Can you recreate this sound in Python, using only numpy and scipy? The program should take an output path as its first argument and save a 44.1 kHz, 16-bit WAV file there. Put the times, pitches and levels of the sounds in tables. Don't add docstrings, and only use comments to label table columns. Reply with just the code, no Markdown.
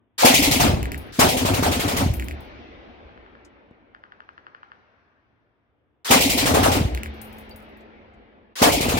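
import sys
import numpy as np
from scipy import signal
from scipy.fft import rfft, irfft
from scipy.io import wavfile
from scipy.ndimage import uniform_filter1d

SR = 44100
rng = np.random.default_rng(int(sys.argv[2]) if len(sys.argv) > 2 else 0)


def store_wav(level_fs):
    pcm = np.round(np.clip(np.atleast_2d(level_fs), -1, 1) * 32767)
    wavfile.write(sys.argv[1], SR, pcm.T.astype(np.int16))


N = 396459


def gain_of(db):
    return 10 ** (np.asarray(db) / 20)


def flat(db):
    return lambda hz: db


def read(points, hz):
    f, value = np.transpose(points)
    return np.interp(np.log(hz + 1), np.log(f + 1), value)


def add(mix, s, sound):
    part = mix[:, round(s * SR):][:, :sound.shape[-1]]
    part += sound[..., :part.shape[1]]


def placed(sound, lead_ms, pan_db):
    hz = np.fft.rfftfreq(len(sound), 1 / SR)
    side = np.array([[.5], [-.5]])
    shift = np.exp(2j * np.pi * hz * lead_ms / 1000 * side)
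    return irfft(rfft(sound) * shift, len(sound)) * gain_of(pan_db * side)


# (f/Hz, likeness from 0 to 1)
LIKENESS = [(60, 1), (250, 0.14), (600, 0.94), (1200, 0.31), (2500, 0.057), (12000, 0.03)]


def diffuse(times, level_db, spectrum, t60, rise_s, lead_ms, pan_db, size):
    hop, hz = size // 4, np.fft.rfftfreq(size, 1 / SR)
    frames = N // hop + 5
    shape = gain_of(read(spectrum, hz)) ** 2
    feed = np.zeros((len(hz), frames))
    for s, db in zip(times, level_db):
        if s * SR < N:
            feed[:, int(np.ceil(s * SR / hop))] += shape / shape.sum() * gain_of(2 * db(hz))
    fall = gain_of(-120 * hop / SR / read(t60, hz))
    swell = np.exp(-hop / SR / rise_s)
    power = np.array([signal.lfilter([1], [1, -r], row) for r, row in zip(fall, feed)])
    power = signal.lfilter([1 - swell], [1, -swell], power)
    a, b, c, d, lumps = rng.standard_normal((frames, len(hz), 5), dtype=np.float32).T
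    lumps = uniform_filter1d(uniform_filter1d(lumps, size=3, axis=0), size=12, axis=1)
    power *= gain_of(2 * 2.1 * lumps / lumps.std())
    same = np.clip(read(LIKENESS, hz), 0, 1)[:, None]
    left = a + 1j * b
    late = np.exp(-2j * np.pi * hz * lead_ms / 1000)[:, None]
    right = same * left * late + np.sqrt(1 - same ** 2) * (c + 1j * d)
    bands = np.array([left, right]) * np.sqrt(power)
    sound = signal.istft(bands, nperseg=size, noverlap=size - hop)[1][:, :N]
    return sound * gain_of([[pan_db / 2], [-pan_db / 2]]) / 2


# (f/Hz, relative level/dB per Hz)
AIR_COLOUR = [(30, -22), (69, -19.5), (107, 1.5), (148, -33), (238, -16), (3500, -43), (4550, -78),
              (7700, -120)]
AIR_DB = -65.5


def air():
    still = [(100, 1e4), (1000, 1e4)]
    return diffuse([0], [flat(AIR_DB)], AIR_COLOUR, still, 1e-4, 0, 1.1, size=1024)


HUM_S, HUM_HZ, HUM_DB = 6.96, 217, -45.5
HUM_RISE_S, HUM_T60_S = 0.045, 3.7


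def hum():
    t = np.maximum(np.arange(N) / SR - HUM_S, 0)
    waver_hz = uniform_filter1d(rng.standard_normal(N), 4000) * 150
    level = np.minimum(t / HUM_RISE_S, 1) ** 2 * gain_of(HUM_DB - 60 * t / HUM_T60_S)
    return level * np.sin(2 * np.pi * np.cumsum(HUM_HZ + waver_hz) / SR)


# (multiple of its pitch, level/dB)
CRACK_OVERTONES = [(2, -16), (3, -28)]
SMEAR_DB, SMEAR_S = -36, .025
SCATTER_DB, SCATTER_S = -19.5, 0.054


def returning_crack(hz, tune, ms, edge_db, again_ms, noise):
    t = np.arange(-128, 1920) / SR
    turns = hz * (1 + .03 * tune) * t * (1 - 110 * t)
    slap = np.sin(2 * np.pi * turns)
    slap += sum(gain_of(a) * np.sin(2 * np.pi * k * turns) for k, a in CRACK_OVERTONES)
    slap *= np.exp(-(t * 1000 / ms) ** 2)
    tail = noise * np.exp(-(t - t[0]) / SMEAR_S)
    slap += gain_of(SMEAR_DB) * signal.fftconvolve(slap, tail)[:len(t)]
    slap += gain_of(-15) * np.roll(slap, round(again_ms * SR / 1000))
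    edge = np.exp(-(t * 1000 / ms / 2) ** 2)
    edge += gain_of(SCATTER_DB) * (t > 0) * np.exp(-t / SCATTER_S)
    return slap + gain_of(edge_db) * noise * edge


# (delay t/s, base level/dB, centre f/Hz, length/ms,
# bright edge level/dB, second return after t/ms, left-right level/dB)
REFLECTORS = [(.319, -15, 2200, .35, -7, 7, 2), (.3455, -16, 2000, .45, -20, 7, 2),
              (2.753, -32.5, 1450, .9, -60, 15.5, 4)]
# (f/Hz, relative level/dB per Hz)
LAND_COLOUR = [(30, 4), (86, -8.5), (166, -23), (217, -10), (802, -14.5), (1100, -20.5), (2200, -18.5),
               (3600, -24), (6000, -35), (8450, -70.5), (14300, -120)]
# (f/Hz, t/s)
LAND_FADE = [(60, 3.2), (250, 4.4), (2000, 3.6), (4000, 2.6), (8000, 1.6)]
# (f/Hz, relative level/dB per Hz)
RIDGE_COLOUR = [(59, -52), (100, -8), (768, -4.5), (1580, -1.5), (3020, -17), (6000, -31), (7800, -76),
                (13200, -120)]
OPENING_SHIFT_S = .004


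def outdoors():
    times = np.transpose(GUN_ROUNDS)[0]
    out, slope = np.zeros((2, N)), np.zeros((2, N))
    shift = OPENING_SHIFT_S * (np.diff(times, prepend=-np.inf) > PAUSE_S)
    for delay, db, hz, ms, edge_db, again_ms, pan_db in REFLECTORS:
        for s, luck in zip(times + shift, rng.standard_normal((len(times), 2050))):
            spread, tune = luck[:2]
            slap = returning_crack(hz, tune, ms, edge_db, again_ms, luck[2:])
            echo = gain_of(db + .8 * spread) * placed(slap, -.4, pan_db)
            add(slope if delay > 1 else out, s + delay - 128 / SR, echo)
    rumble_db, murmur_db = [flat(-28)] * len(times), [flat(-59.5)] * len(times)
    out += diffuse(times, rumble_db, LAND_COLOUR, LAND_FADE, 0.11, -0.35, 1.5, size=1024)
    far_times, far_fade = times + REFLECTORS[2][0], [(300, 2.9), (3000, 2.76)]
    out += diffuse(far_times, murmur_db, RIDGE_COLOUR, far_fade, 0.0063, -0.25, 2.2, size=1024)
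    return out, slope


SLOPE_LINGER = 1.5


def held_down(far, slope, near):
    power = uniform_filter1d(np.diff(near, prepend=0)[0] ** 2, 2000)
    power_db = 10 * np.log10(abs(power) + 1e-12)
    over_db = np.maximum(power_db + 56.5, 0)
    keep = np.exp(-1 / (.9 * SR))
    lingering_db = signal.lfilter([1 - keep], [1, -keep], over_db)
    distant = far + slope / gain_of(SLOPE_LINGER * lingering_db)
    return distant / gain_of(0.98 * over_db + 0.69 * lingering_db)


# (t/s, strength level/dB, f/Hz)
DULL_KNOCKS = [(3.711, -27, 124), (8.143, -30.5, 94)]


def thuds():
    t, out = np.arange(2048) / SR, np.zeros((2, N))
    for s, db, hz in DULL_KNOCKS:
        add(out, s, gain_of(db - 60 * t / 0.0045) * np.sin(2 * np.pi * hz * t))
    return out


# (t/s, base level/dB)
RUBBLE_CHIPS = [(3.448, -53), (7.805, -65), (8.137, -73)]
CHIP_HZ, CHIP_T60_S = (3500, 8050), 0.069


def chips():
    t, out = np.arange(4096) / SR, np.zeros((2, N))
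    band = signal.butter(2, CHIP_HZ, "band", fs=SR, output="sos")
    for (s, db), luck in zip(RUBBLE_CHIPS, rng.standard_normal((len(RUBBLE_CHIPS), len(t)))):
        grit = signal.sosfilt(band, luck)
        level = gain_of(db - 60 * t / CHIP_T60_S) * np.minimum(t / 0.0015, 1)
        add(out, s, placed(level * grit, 0.137, 8.1))
    return out


LINK_S, LINK_HZ, LINK_DB, LINK_T60_S = 7.511, 4600, -48, .08


def link():
    t, out = np.arange(4096) / SR, np.zeros((2, N))
    clink = gain_of(LINK_DB - 60 * t / LINK_T60_S) * np.sin(2 * np.pi * LINK_HZ * t)
    add(out, LINK_S, placed(clink, 0.28, 4.4))
    return out


# (t/s, base level/dB)
CASE_LANDINGS = [(0.9773, -37), (2.137, -30), (2.2422, -40.5), (2.405, -50), (7.14, -56.5), (7.215, -35.5),
                 (7.327, -50), (7.383, -43), (7.4939, -49), (7.5602, -45), (7.77, -59.5)]
# (base f/Hz, relative level/dB, time to fall 60 dB t/s)
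BRASS_TONES = [(9920, -5, .2), (10230, -5, .14), (13560, -2, .15), (15000, -10, .12)]
RING_DB, TICK_DB, GRIT_DB = -13, -11, -25
GRIT_T60_S, CASE_SPREAD = .2, .022


def cases():
    t, out = np.arange(6144) / SR, np.zeros((2, N))
    draws = rng.standard_normal((len(CASE_LANDINGS), 3, len(BRASS_TONES) + 3 + len(t)))
    for (s, db), luck in zip(CASE_LANDINGS, draws):
        tune = 1 + CASE_SPREAD * luck[0, 2]
        for skip, draw in enumerate(luck):
            gap, pan = draw[:2]
            ring = np.zeros(len(t))
            for (hz, a, t60), uneven in zip(BRASS_TONES, draw[3:]):
                level = gain_of(a + RING_DB + 1.8 * uneven - 60 * t / t60)
                ring += level * np.sin(2 * np.pi * hz * tune * t)
            scrape = gain_of(TICK_DB - 7.4 * skip - 60 * t / 0.025)
            scrape += gain_of(GRIT_DB - 60 * t / GRIT_T60_S)
            tick = scrape * np.diff(draw[-len(t):], prepend=0)
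            landing = np.roll(ring + tick, 20)
            add(out, s, gain_of(db) * placed(landing, 0.138, 6.5 + 4.3 * pan))
            s, db = s + 0.022 * (1 + abs(gap)), db - 9.0
    return out


# (t/s, slide level/dB,
# base level/dB of the lower swell as it rams the round home)
BOLT_RUNS = [(0.18, -13.5, -3), (1.122, -33, -43), (6.046, -19.5, -14), (8.555, -23.5, -13)]
# (f/Hz, relative level/dB per Hz)
SLIDE_COLOUR = [(120, -52.5), (200, -24), (997, -10.5), (4620, -10.5), (15000, -23.5)]
# (f/Hz, level/dB)
RAM_COLOUR = [(250, 6.5), (700, 12.5), (1500, -13.5), (3000, -39)]
RAM_S, SLIDE_STOP_S = 0.041, 0.069


def bolt():
    times, slide, ram = np.transpose(BOLT_RUNS)
    t, shots = np.arange(N) / SR, np.transpose(GUN_ROUNDS)[0]
    fired = shots[np.searchsorted(shots, times)]
    since = t - fired[np.maximum(np.searchsorted(times, t) - 1, 0)]
    colours = [flat(db) for db in slide]
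    colours += [lambda hz, db=db: db + read(RAM_COLOUR, hz) for db in ram]
    starts, fade = [*times, *(times + RAM_S)], [(500, 0.91), (8000, 1.0)]
    out = diffuse(starts, colours, SLIDE_COLOUR, fade, 0.058, 0.53, 1.0, size=256)
    return out * np.exp(-np.maximum(since, 0) / SLIDE_STOP_S)


def blast(ms):
    u = np.maximum(np.arange(-40, 2008) / SR * 1000 / ms, 0)
    return (1 - u) * np.exp(-u) * (1 - np.exp(-3.5 * u)) * 2


def push(ms):
    u = np.arange(-400, 624) / SR * 1000 / ms
    return 2 * u * np.exp(-u ** 2)


def swing(hz, glide, swell_s, fade_s, turn):
    t = np.arange(8192) / SR
    turns = hz * t + glide * t * np.minimum(t, .06) / 2 + turn
    return np.sin(2 * np.pi * turns) * (t / swell_s) * np.exp(1 - t / fade_s)


SAG_HZ, SAG_DB = (965, 1900), -7
SAG_FROM_S, SAG_TO_S, SAG_S_PER_DB = .09, .38, .035


def sagged(x, openings, roar_db):
    t = np.arange(N) / SR
    on = np.zeros(N)
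    for s, db in zip(openings, roar_db):
        on += (t > s + SAG_FROM_S) & (t < s + SAG_TO_S + SAG_S_PER_DB * db)
    sos = signal.butter(3, SAG_HZ, "band", fs=SR, output="sos")
    band = signal.sosfiltfilt(sos, x)
    return x - (1 - gain_of(SAG_DB)) * uniform_filter1d(on, size=400) * band


# (f/Hz, relative level/dB per Hz)
ROAR_COLOUR = [(88, -34), (150, -26.5), (281, -2), (323, -18.5), (682, -9.5), (1500, -18), (2400, -22.5),
               (10500, -31), (15000, -32.5)]
# (f/Hz, t/s)
ROOM_FADE = [(300, 1), (1000, 0.46), (3000, 0.46), (12000, 0.31)]
# (f/Hz, relative level/dB per Hz)
ANSWER_COLOUR = [(120, -20.5), (220, 3.5), (400, -1.5), (700, -1.5), (1400, -8.5), (3000, -57.5)]
# (f/Hz, relative level/dB per Hz)
BOOM_COLOUR = [(21, -39.5), (35, -9), (65, -1), (119, -7), (179, -14.5), (219, -12.5), (400, -20),
               (520, -47), (880, -120)]
# (f/Hz, t/s)
BOOM_FADE = [(40, 0.83), (70, 0.5), (120, 0.42), (300, 0.94)]
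ROAR_RISE_S, HOLLOW_DB = .007, 0.5
ANSWER_DB, FIRST_ANSWER_DB, LAST_ANSWER_DB = -16.5, -17, -9
ANSWER_DIP = 0.34
BOOM_DB, LAST_BOOM_DB = -23, -9.5


def room(times, roar, dip, weight, first, last):
    colours = []
    for db, hollow in zip(roar, HOLLOW_DB + dip + weight):
        tilt = [(600, hollow), (1750, 0.38 * hollow - 3), (2200, 0.0015)]
        colours.append(lambda hz, db=db, tilt=tilt: db + read(tilt, hz))
    out = diffuse(times, colours, ROAR_COLOUR, ROOM_FADE, ROAR_RISE_S, .4, 1.4, size=256)
    later_db = np.where(last, LAST_ANSWER_DB, ANSWER_DB + ANSWER_DIP * dip)
    answer = [flat(db) for db in np.where(first, FIRST_ANSWER_DB, later_db) + weight]
    answer_fade = [(200, .2), (1000, .15)]
    out += diffuse(times + .034, answer, ANSWER_COLOUR, answer_fade, .011, .3, 1.1, size=512)
    boom = [flat(db) for db in np.where(last, LAST_BOOM_DB, BOOM_DB) + weight]
    out += diffuse(times, boom, BOOM_COLOUR, BOOM_FADE, .07, .4, -.3, size=1024)
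    return sagged(out, times[first], roar[first])


# (t/s, roar base level/dB, weight of the low end level/dB)
GUN_ROUNDS = [(0.249, -1, -12.5), (0.341, -4, 2.5), (0.424, -7.5, -0.5), (0.511, -7.5, -6), (0.6, -8.5, -4),
              (1.192, -5.5, -1), (1.286, -12.5, -20), (1.369, -14, -3.5), (1.452, -14.5, 0.5),
              (1.538, -15.5, -4.5), (1.627, -14, -1.5), (1.715, -15, -9.5), (1.796, -16, -6),
              (1.879, -16, -7), (1.966, -14.5, -8.5), (6.108, -2, -9), (6.206, -7, 0), (6.296, -9, -5),
              (6.375, -10, -7), (6.458, -10.5, -1.5), (6.541, -11.5, 0), (6.63, -11, 0.5),
              (6.715, -12.5, -11), (8.620, -5, -3), (8.72, -11.5, -16), (8.808, -14, -1),
              (8.886, -14.5, -2), (8.971, -15, -4)]
# (delay t/s, base start f/Hz, glide in Hz per s, swell t/s,
# fade t/s, base level/dB, dB for each dB of roar, share of the dip, share of the weight)
ROOM_RINGS = [(.05, 255.8, 899, 0.0064, 0.0072, -12, 0.53, 0.011, 0.15),
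              (0.049, 92, -12, 0.0403, 0.017, -19.5, -0.64, 0.44, 1)]
# (delay t/s, f/Hz, swell t/s, level/dB)
SINKING_NOTES = [(0.071, 83.3, 0.019, -24), (0.191, 62.2, 0.031, -26.5), (.33, 70.5, .025, -32.5)]
# (delay t/s, half width/ms, sign, base level/dB)
BLAST_RETURNS = [(.098, 1.6, -1, -15.5), (.139, 3.1, 1, -15)]
RETURN_CUT_DB = -11.5
PAUSE_S = .3
DIP_DB, DIP_KEPT = -29.5, 0.42
BLAST_DB, FIRST_BLAST_DB, BLAST_DIP = -8.5, -9, .15
THUMP_HZ, THUMP_SWELL_S, THUMP_DB = 245, .006, -15


def gun():
    times, roar, weight = np.transpose(GUN_ROUNDS)
    first = np.diff(times, prepend=-np.inf) > PAUSE_S
    last = np.diff(times, append=times[-1]) > PAUSE_S
    count = np.arange(len(times))
    place = count - np.maximum.accumulate(count * first)
    dip = np.where(first, 0, DIP_DB * np.clip(DIP_KEPT, 0, 1) ** np.maximum(place - 1, 0))
    out = room(times, roar, dip, weight, first, last)
    luck = rng.random((len(times), 3))
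    for s, db, low, heavy, opens, ends, (u, v, w) in zip(times, roar, dip, weight, first, last, luck):
        lean_db = BLAST_DIP * low + heavy
        blast_db = FIRST_BLAST_DB if opens else BLAST_DB + lean_db
        add(out, s - .002, gain_of(blast_db) * placed(-blast(1.1), .4, 1.1))
        for delay, hz, glide, swell_s, fade_s, ring_db, follow, share, lean in ROOM_RINGS:
            ring = swing(hz * (1 + 0.16 * (u - .5)), glide, swell_s, fade_s, v)
            level_db = ring_db + follow * db + share * low + lean * heavy + 3.1 * (w - 2.0)
            add(out, s + delay, gain_of(level_db) * placed(ring, 0.14, 1.4))
        if opens:
            thump = swing(THUMP_HZ, 0, THUMP_SWELL_S, THUMP_SWELL_S, v)
            add(out, s - THUMP_SWELL_S, gain_of(THUMP_DB + db) * placed(thump, 0.29, 1.1))
        for delay, hz, swell_s, sink_db in SINKING_NOTES if ends else []:
            note = swing(hz, 0, swell_s, swell_s, 0)
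            add(out, s + delay, gain_of(sink_db) * placed(note, 0.042, .1))
        for delay, ms, sign, back_db in BLAST_RETURNS:
            level_db = back_db + (0 if ends else RETURN_CUT_DB + lean_db)
            add(out, s + delay - 400 / SR, sign * gain_of(level_db) * placed(push(ms), 0.19, 0.45))
    return out


def scene():
    background = air()
    near = gun() + bolt()
    far = held_down(*outdoors(), near)
    return near + far + cases() + link() + chips() + thuds() + hum() + background


EDGE_HZ = 16100


def record(dry):
    thin = signal.sosfilt(signal.butter(3, 50, "high", fs=SR, output="sos"), dry)
    loud = 1.546 * np.tanh(thin / 0.8)
    lowpass = signal.firwin(511, EDGE_HZ, window=("kaiser", 9), fs=SR)
    return signal.oaconvolve(loud, lowpass[None], "same")


dry = scene()
out = record(dry)
store_wav(out)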